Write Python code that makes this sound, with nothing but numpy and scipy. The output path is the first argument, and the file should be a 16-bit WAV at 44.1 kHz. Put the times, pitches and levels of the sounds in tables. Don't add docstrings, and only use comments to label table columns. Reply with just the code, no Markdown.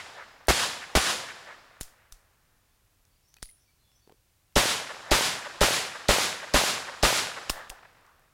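import sys
import numpy as np
from scipy import signal
from scipy.fft import rfft, irfft
from scipy.io import wavfile
from scipy.ndimage import uniform_filter1d

SR = 44100
rng = np.random.default_rng(int(sys.argv[2]) if len(sys.argv) > 2 else 0)


def how_loud(loudness_db):
    steps = np.asarray(loudness_db, float) / 20
    return 10 ** steps


def master(y):
    cut = np.clip(np.atleast_2d(y).T, -1, 1)
    pcm = np.round(cut * 32767)
    wavfile.write(sys.argv[1], SR, pcm.astype(np.int16))


N = 367345
LEAD_S = .005


def at_hz(points, hz):
    f, v = np.transpose(points)
    return np.interp(np.log(hz), np.log(f), v)


def bandpass(x, order, low_hz, high_hz):
    return signal.sosfilt(signal.butter(order, [low_hz, high_hz], "band", fs=SR, output="sos"), x)


def bands(white):
    edges_hz = 60 * 2 ** np.arange(0, 8.4, .5)
    for k, (low_hz, high_hz) in enumerate(zip(edges_hz, edges_hz[1:])):
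        yield np.sqrt(low_hz * high_hz), bandpass(white[k % 2], 2, low_hz, high_hz)


def shaped(spectrum, size):
    hz = np.maximum(np.arange(size // 2 + 1) * SR / size, 10)
    noise = irfft(rfft(rng.standard_normal(size)) * how_loud(at_hz(spectrum, hz)), size)
    return noise / noise.std()


def ringing(hz, t60_s, length_s):
    t = np.arange(round(length_s * SR)) / SR
    return np.sin(2 * np.pi * hz * t) * how_loud(-60 * t / t60_s)


def add(out, sound, start_s):
    i = round(start_s * SR)
    part = sound[max(-i, 0):max(len(out) - i, 0)]
    out[max(i, 0):max(i, 0) + len(part)] += part


def air():
    # frequency in Hz, level in dB per Hz.
    spectrum = [(12, -38), (20, -3), (103, -5), (200, -18), (421, -21.5), (1500, -24.5), (14800, -28.5),
                (17000, -29.5)]
    return how_loud(-66.5) * shaped(spectrum, size=N)


def fall(hz, t, clumped, burst, woods, leaves, jets, front_s, rise_s, valley_db, valley_t60_s, far_db):
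    # frequency in Hz, level in dB.
    valley_colour = [(220, -30), (330, -24), (480, -6), (900, -1), (2000, 2.5), (2500, -11.5), (4000, -24),
                     (14000, -58.5)]
    # frequency in Hz, level in dB.
    jet_colour = [(220, -29), (1500, -10), (4500, 2.5), (14000, -6.5)]
    jet_t60_s, far_t60_s, clump_db = .008, 4.5, 3

    db, held_s, t60_s = (at_hz([(row[0], row[k]) for row in burst], hz) for k in (1, 2, 3))
    blast = how_loud(db - 60 * np.maximum(t - front_s - held_s, 0) / t60_s)

    colour_db, drift_db = (at_hz([(row[0], row[k]) for row in leaves], hz) for k in (1, 2))
    trunks = how_loud(np.interp(t, *np.transpose(woods)) + colour_db + drift_db * t)

    near_slopes = how_loud(valley_db + clump_db * clumped - 60 * t / valley_t60_s)
    far_slopes = how_loud(far_db - 60 * t / far_t60_s)
    valley = how_loud(at_hz(valley_colour, hz)) * (near_slopes + far_slopes)

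    gate = how_loud(40 * np.minimum((t - front_s) / rise_s, 0))
    jet = 0
    for s, jet_db in jets:
        jet = jet + (t > s) * how_loud(jet_db + at_hz(jet_colour, hz) - 60 * (t - s) / jet_t60_s)
    return np.sqrt(gate ** 2 * (blast ** 2 + trunks ** 2 + valley ** 2) + jet ** 2)


def clumps(banks, white, t):
    out = np.zeros_like(white)
    for delay_s, db, length_s, hz in banks:
        band = bandpass(white[:, t < delay_s + length_s], 3, hz / 1.42, hz * 1.428)
        swell = band[:, -round(2 * length_s * SR):]
        end, size = band.shape[1], swell.shape[1]
        out[:, end - size:end] += how_loud(db) * swell / band.std() * np.hanning(size)
    return out


def shots(events, slaps, banks, alike, scatter_db, slap_db, push_db, push_hz, **stand):
    # frequency in Hz, level in dB per Hz.
    blast = [(53, -27), (90, -5.5), (427, -8.5), (1900, -14), (3430, -10), (5090, -10.5), (12800, -25),
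             (17000, -48.5)]
    air_loss_hz = 14400
    t = np.arange(round(2.2 * SR)) / SR - LEAD_S

    white = np.sqrt(alike) * rng.standard_normal((2, 1, len(t)))
    white = white + np.sqrt(1 - alike) * rng.standard_normal((2, len(events), len(t)))
    clumped = uniform_filter1d(uniform_filter1d(rng.standard_normal(len(t)), size=250), size=250)
    clumped /= clumped.std()

    tails = 0
    for hz, band in bands(white):
        tails = tails + band * how_loud(scatter_db + at_hz(blast, hz)) * fall(hz, t, clumped, **stand)
    tails = signal.sosfilt(signal.butter(2, air_loss_hz, fs=SR, output="sos"), tails)
    tails = tails + clumps(banks, white[0], t)

    fronts = np.zeros(len(t))
    for delay_s, db, length_ms, sign in slaps:
        u = np.linspace(-1, 1, max(round(length_ms * SR / 1000), 4))
        add(fronts, sign * how_loud(db + slap_db) * -np.sin(np.pi * u), delay_s + LEAD_S)
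    add(fronts, how_loud(push_db) * ringing(push_hz, .11, .3), .004 + LEAD_S)

    out = np.zeros(N)
    for (s, db), tail in zip(events, tails):
        add(out, how_loud(db) * (tail + fronts), s - LEAD_S)
    return out


def first_string():
    # time in seconds, peak in dB.
    events = [
        (-.35, -5),
        (.484, -6),
        (.9525, -6),
    ]
    # delay in seconds, level in dB, length in ms, signed gain.
    slaps = [(-.0006, 3.5, 1.3, 0.68), (-.0002, -1.5, 2.1, -1), (.0042, -3.5, 1.4, 1),
             (0.0203, -4, 1.3, -1), (0.0221, 3, 1.7, 1)]
    # delay in seconds, level in dB, length in seconds, centre in Hz.
    banks = [(0.113, -19, .012, 1610), (0.146, -21.5, 0.034, 1440), (0.193, -34, 0.016, 716),
             (.3, -41, 0.018, 1630), (0.348, -32, 0.043, 1595), (.54, -40.5, 0.076, 750),
             (0.553, -36.5, .08, 1500), (1.06, -58, 0.15, 1600)]
    # frequency in Hz, level in dB, hold in seconds, T60 in seconds.
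    burst = [(100, 4.5, 0.013, .09), (300, -0.5, .012, .09), (1500, 4, .023, .13), (4500, -4.5, .012, .2),
             (14000, 0, .022, .1)]
    # delay in seconds, scatter level in dB.
    woods = [(0, -11.5), (.085, -10), (.151, -8.5), (.198, -15), (.3, -24.5), (.39, -31.5), (.65, -42),
             (1.2, -67.5), (2.2, -83)]
    # frequency in Hz, level in dB, drift in dB per second.
    leaves = [(220, -12, 15.5), (1500, 4, 0.3), (4500, -1.06, 1.6), (9000, 3, -14), (14000, -2.5, -20)]
    # delay in seconds, level in dB.
    jets = [(-.0003, -10)]
    return shots(events, slaps, banks, alike=0.4, scatter_db=6.0, slap_db=-6.0, push_db=-6, push_hz=59.3,
                 burst=burst, woods=woods, leaves=leaves, jets=jets, front_s=-.0003, rise_s=0.00044,
                 valley_db=-12.5, valley_t60_s=1.69, far_db=-31.5)


def ticks():
    # time in seconds, peak in dB, centre in Hz.
    trigger = [(.453, -48, 5040), (0.471, -35, 9500), (.946, -44, 8000), (1.805, -40, 10000),
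               (2.1205, -49, 10900), (4.525, -55, 2290), (7.507, -22, 5200), (7.93, -58, 8000),
               (8.01, -58, 10000), (8.065, -53, 5000), (8.092, -57, 4200), (8.195, -54, 10700)]
    reload = [(3.052, -51.5, 6400), (3.341, -42.5, 6350), (3.341, -52, 2000), (3.367, -43, 1200),
              (3.368, -44, 5000), (3.385, -48, 2200), (3.4235, -35, 5000), (3.436, -43, 4500),
              (3.449, -45, 5000), (3.456, -49, 2120), (3.457, -46, 4500), (3.465, -55, 4800),
              (3.472, -55, 4600), (3.481, -54, 5000), (3.5, -52, 4800), (3.489, -54, 2800),
              (3.49, -48, 9000), (3.512, -45, 11000), (3.917, -51.5, 2600), (4.075, -54, 2500),
              (4.096, -50, 2500), (4.122, -48.5, 2500)]
    bounces = [(1.8152, -28, 9000), (1.8175, -35, 6000), (1.8315, -29, 8000), (2.1255, -40, 9500),
               (2.1285, -50, 9000), (2.144, -52, 6000), (3.4325, -41, 6000), (7.493, -37.5, 2200),
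               (7.5025, -24, 9000), (7.506, -36, 9000), (7.696, -33, 8950), (7.701, -47, 7950),
               (.479, -46, 5980)]
    out, t = np.zeros(N), np.arange(round(0.09 * SR)) / SR
    for s, db, hz in trigger + reload + bounces:
        rattle = shaped([(hz / 4, -16), (hz, 0), (hz * 2.5, -16)], size=len(t))
        add(out, how_loud(db - 4 - 60 * t / 0.0098) * rattle, s)
    return out


def clacks():
    # time in seconds, peak in dB, push in dB, body tone in Hz, sharpness 0-1.
    blows = [
        (1.8098, -20.5, -9, 9800, 1),
        (2.1227, -33.5, -6, 6100, 0),
        (3.427, -23, -9.5, 8440, 0.64),
        (7.4957, -12.5, -16, 2820, 0.3),
        (7.499, -10.5, -18, 5120, 1),
        (7.6995, -22.5, -13.5, 2820, 0.2),
    ]
    # frequency in Hz, level in dB per Hz.
    steel = [(400, -39), (1000, 4), (2000, -3.5), (3000, 0), (5000, 0.5), (10000, -3.5), (15000, -13),
             (17000, -23)]
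    # frequency in Hz, level in dB per Hz.
    twigs = [(1000, -24), (2500, -7), (5000, 0), (9500, -1.5), (13000, -6.5), (17000, -6.5)]
    move_s, hedge_db, suction_db = 3.0, 7.5, -8
    out, t = np.zeros(N), np.arange(round(.4 * SR)) / SR
    for s, db, push_db, body_hz, sharp in blows:
        shape = np.minimum(t / .001, 1) ** 2 * how_loud(-60 * np.maximum(t - .001, 0) / .008)
        body = np.sin(2 * np.pi * body_hz * t)
        sound = shape * (how_loud(-7.5) * shaped(steel, size=len(t)) + how_loud(-5) * body)

        near_leaves = how_loud(-17 - 60 * t / 0.032)
        hedge = how_loud(-32 + hedge_db * (s < move_s) - 60 * t / .33)
        sound += shaped(twigs, size=len(t)) * (near_leaves + hedge)

        add(sound, -sharp * how_loud(suction_db) * np.hanning(40), .0005)
        push = 2.15 * np.exp(-t / .007) - .67 * np.exp(-t / .026) - 1.48 * np.exp(-t / .0008)
        add(sound, sharp * how_loud(push_db) * push, .001)
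        sound += (1 - sharp) * how_loud(push_db) * ringing(31.5, 0.14, .4)[:len(t)]
        add(out, how_loud(db) * sound, s)
    return out


def bird():
    # start from slur in seconds, length in seconds, start in Hz, end in Hz, level in dB.
    phrase = [
        (-.055, .09, 5450, 5300, -3),
        (0, .033, 5350, 6460, 2),
        (.05, 0.061, 4380, 4560, -3),
    ]
    # slur time in seconds, level in dB.
    phrases = [(3.265, -69), (3.59, -71.5), (3.94, -70)]
    # start in seconds, length in seconds, pitch in Hz, level in dB.
    loose = [(2.69, .04, 4400, -82), (2.701, .027, 3500, -84), (3.093, 0.033, 4700, -71),
             (3.65, 0.054, 2320, -75), (3.773, .04, 4150, -70), (3.82, .13, 3420, -73),
             (3.997, .045, 3600, -81)]
    sag, buzz = .05, .24
    dry_gain, wet_db, wet_t60_s = .5, -29.5, .55

    calls = []
    for s, db in phrases:
        for lag_s, length_s, start_hz, end_hz, note_db in phrase:
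            calls.append((s + lag_s, length_s, start_hz, end_hz, db + note_db))
    for s, length_s, hz, db in loose:
        calls.append((s, length_s, hz * (1 + sag / 2), hz * (1 - sag / 2), db))

    out = np.zeros(N)
    for s, length_s, start_hz, end_hz, db in calls:
        size = round(length_s * SR)
        wander = uniform_filter1d(rng.standard_normal(8000), size=150)[:size]
        hz = np.linspace(start_hz, end_hz, size) * (1 + buzz * wander)
        whistle = np.sin(2 * np.pi * np.cumsum(hz) / SR)
        add(out, how_loud(db) * np.hanning(size) ** .5 * whistle, s)
    t = np.arange(round(.3 * SR)) / SR
    smear = rng.standard_normal(len(t)) * how_loud(wet_db - 60 * t / wet_t60_s)
    return dry_gain * out + signal.fftconvolve(out, smear)[:N]


def pings():
    # time in seconds, level in dB, mode in Hz, T60 in seconds.
    modes = [(3.285, -68, 14100, .15), (3.285, -70, 9600, .1), (3.37, -53, 2520, .04),
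             (3.428, -53, 9830, 0.36), (3.428, -45, 9860, 0.33), (3.432, -58, 14150, .15),
             (3.449, -52, 4600, .05), (3.49, -51, 9750, 0.29), (3.49, -52.5, 2100, 0.042),
             (3.49, -54, 11600, .04), (7.505, -43, 14100, .2), (7.5, -40, 9400, .15)]
    out = np.zeros(N)
    for s, db, hz, t60_s in modes:
        add(out, how_loud(db) * ringing(hz, t60_s, .4), s)
    return out


def thuds():
    # time in seconds, peak in dB, low mode in Hz.
    landings = [(4.0754, -44, 412), (4.0957, -45, 780), (4.1037, -46, 412), (4.1165, -52, 980),
                (4.123, -44, 460), (4.143, -57, 369)]
    out = np.zeros(N)
    for s, db, hz in landings:
        knock = ringing(hz, 0.018, .06) + how_loud(-8) * ringing(2.0 * hz, 0.008, .06)
        add(out, how_loud(db) * knock, s)
    return out


def second_string():
    events = [(4.5593, -6.5), (5.1125, -6.5), (5.6104, -6.5), (6.0872, -6.5), (6.5401, -6.5), (7.03, -6.5)]
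    slaps = [(.0018, -3, 5.1, -0.51), (.0037, 2.5, 1.7, 0.7), (.0052, -1, 1.6, 0.24),
             (.0095, -3, 1.62, -0.67), (.022, -6.5, 0.77, -1.9), (.097, -10.5, 1.54, 1),
             (0.241, -18, 0.38, 1), (0.241, -21.5, 0.41, 1)]
    banks = [(.076, -15.5, 0.0041, 733), (0.098, -20.5, 0.0084, 695), (0.254, -38, 0.014, 690),
             (.272, -27, 0.0034, 1580), (0.288, -28, .006, 1500), (0.314, -32.5, 0.013, 1720),
             (0.347, -28, 0.029, 1520), (0.352, -33, 0.024, 715), (0.409, -28, 0.0013, 1400),
             (.435, -39, 0.0027, 1100), (.55, -35.5, 0.087, 750), (0.552, -35, 0.13, 1436),
             (.69, -36.5, 0.028, 790), (.75, -54, 0.058, 1320), (1.07, -59.5, 0.11, 1140)]
    burst = [(220, 6.5, 0.0088, 0.16), (1500, 7, 0.037, 0.24), (4500, 0, .022, 0.34),
             (14000, -1, 0.047, .4)]
    woods = [(0, -1.5), (.083, -5.5), (.151, -3), (.198, -8.5), (.3, -20), (.38, -24), (.55, -30),
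             (.7, -41), (2.2, -88)]
    leaves = [(217, -11, 16.5), (1500, 3.5, 4.5), (4500, -0.46, 1.5), (9000, 3, -11), (14000, 5.5, -48)]
    jets = [(-.004, -9.5), (-.0017, 7)]
    return shots(events, slaps, banks, alike=0.36, scatter_db=1.0, slap_db=1.0, push_db=-7.0, push_hz=44.5,
                 burst=burst, woods=woods, leaves=leaves, jets=jets, front_s=0.0022, rise_s=.005,
                 valley_db=-5.5, valley_t60_s=1.98, far_db=-35.5)


def scene():
    handling = ticks() + clacks() + pings() + thuds()
    mix = air() + first_string() + handling + bird() + second_string()
    return mix[None]


def low_pass(x):
    return signal.sosfilt(signal.butter(12, 17830, fs=SR, output="sos"), x)


def record(dry):
    mic_cut_hz = 16900
    rounded = 0.42 * np.tanh(dry / 0.48)
    finished = signal.sosfilt(signal.cheby2(8, 32, mic_cut_hz, fs=SR, output="sos"), rounded)
    return low_pass(finished)


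dry = scene()
out = record(dry)
master(out)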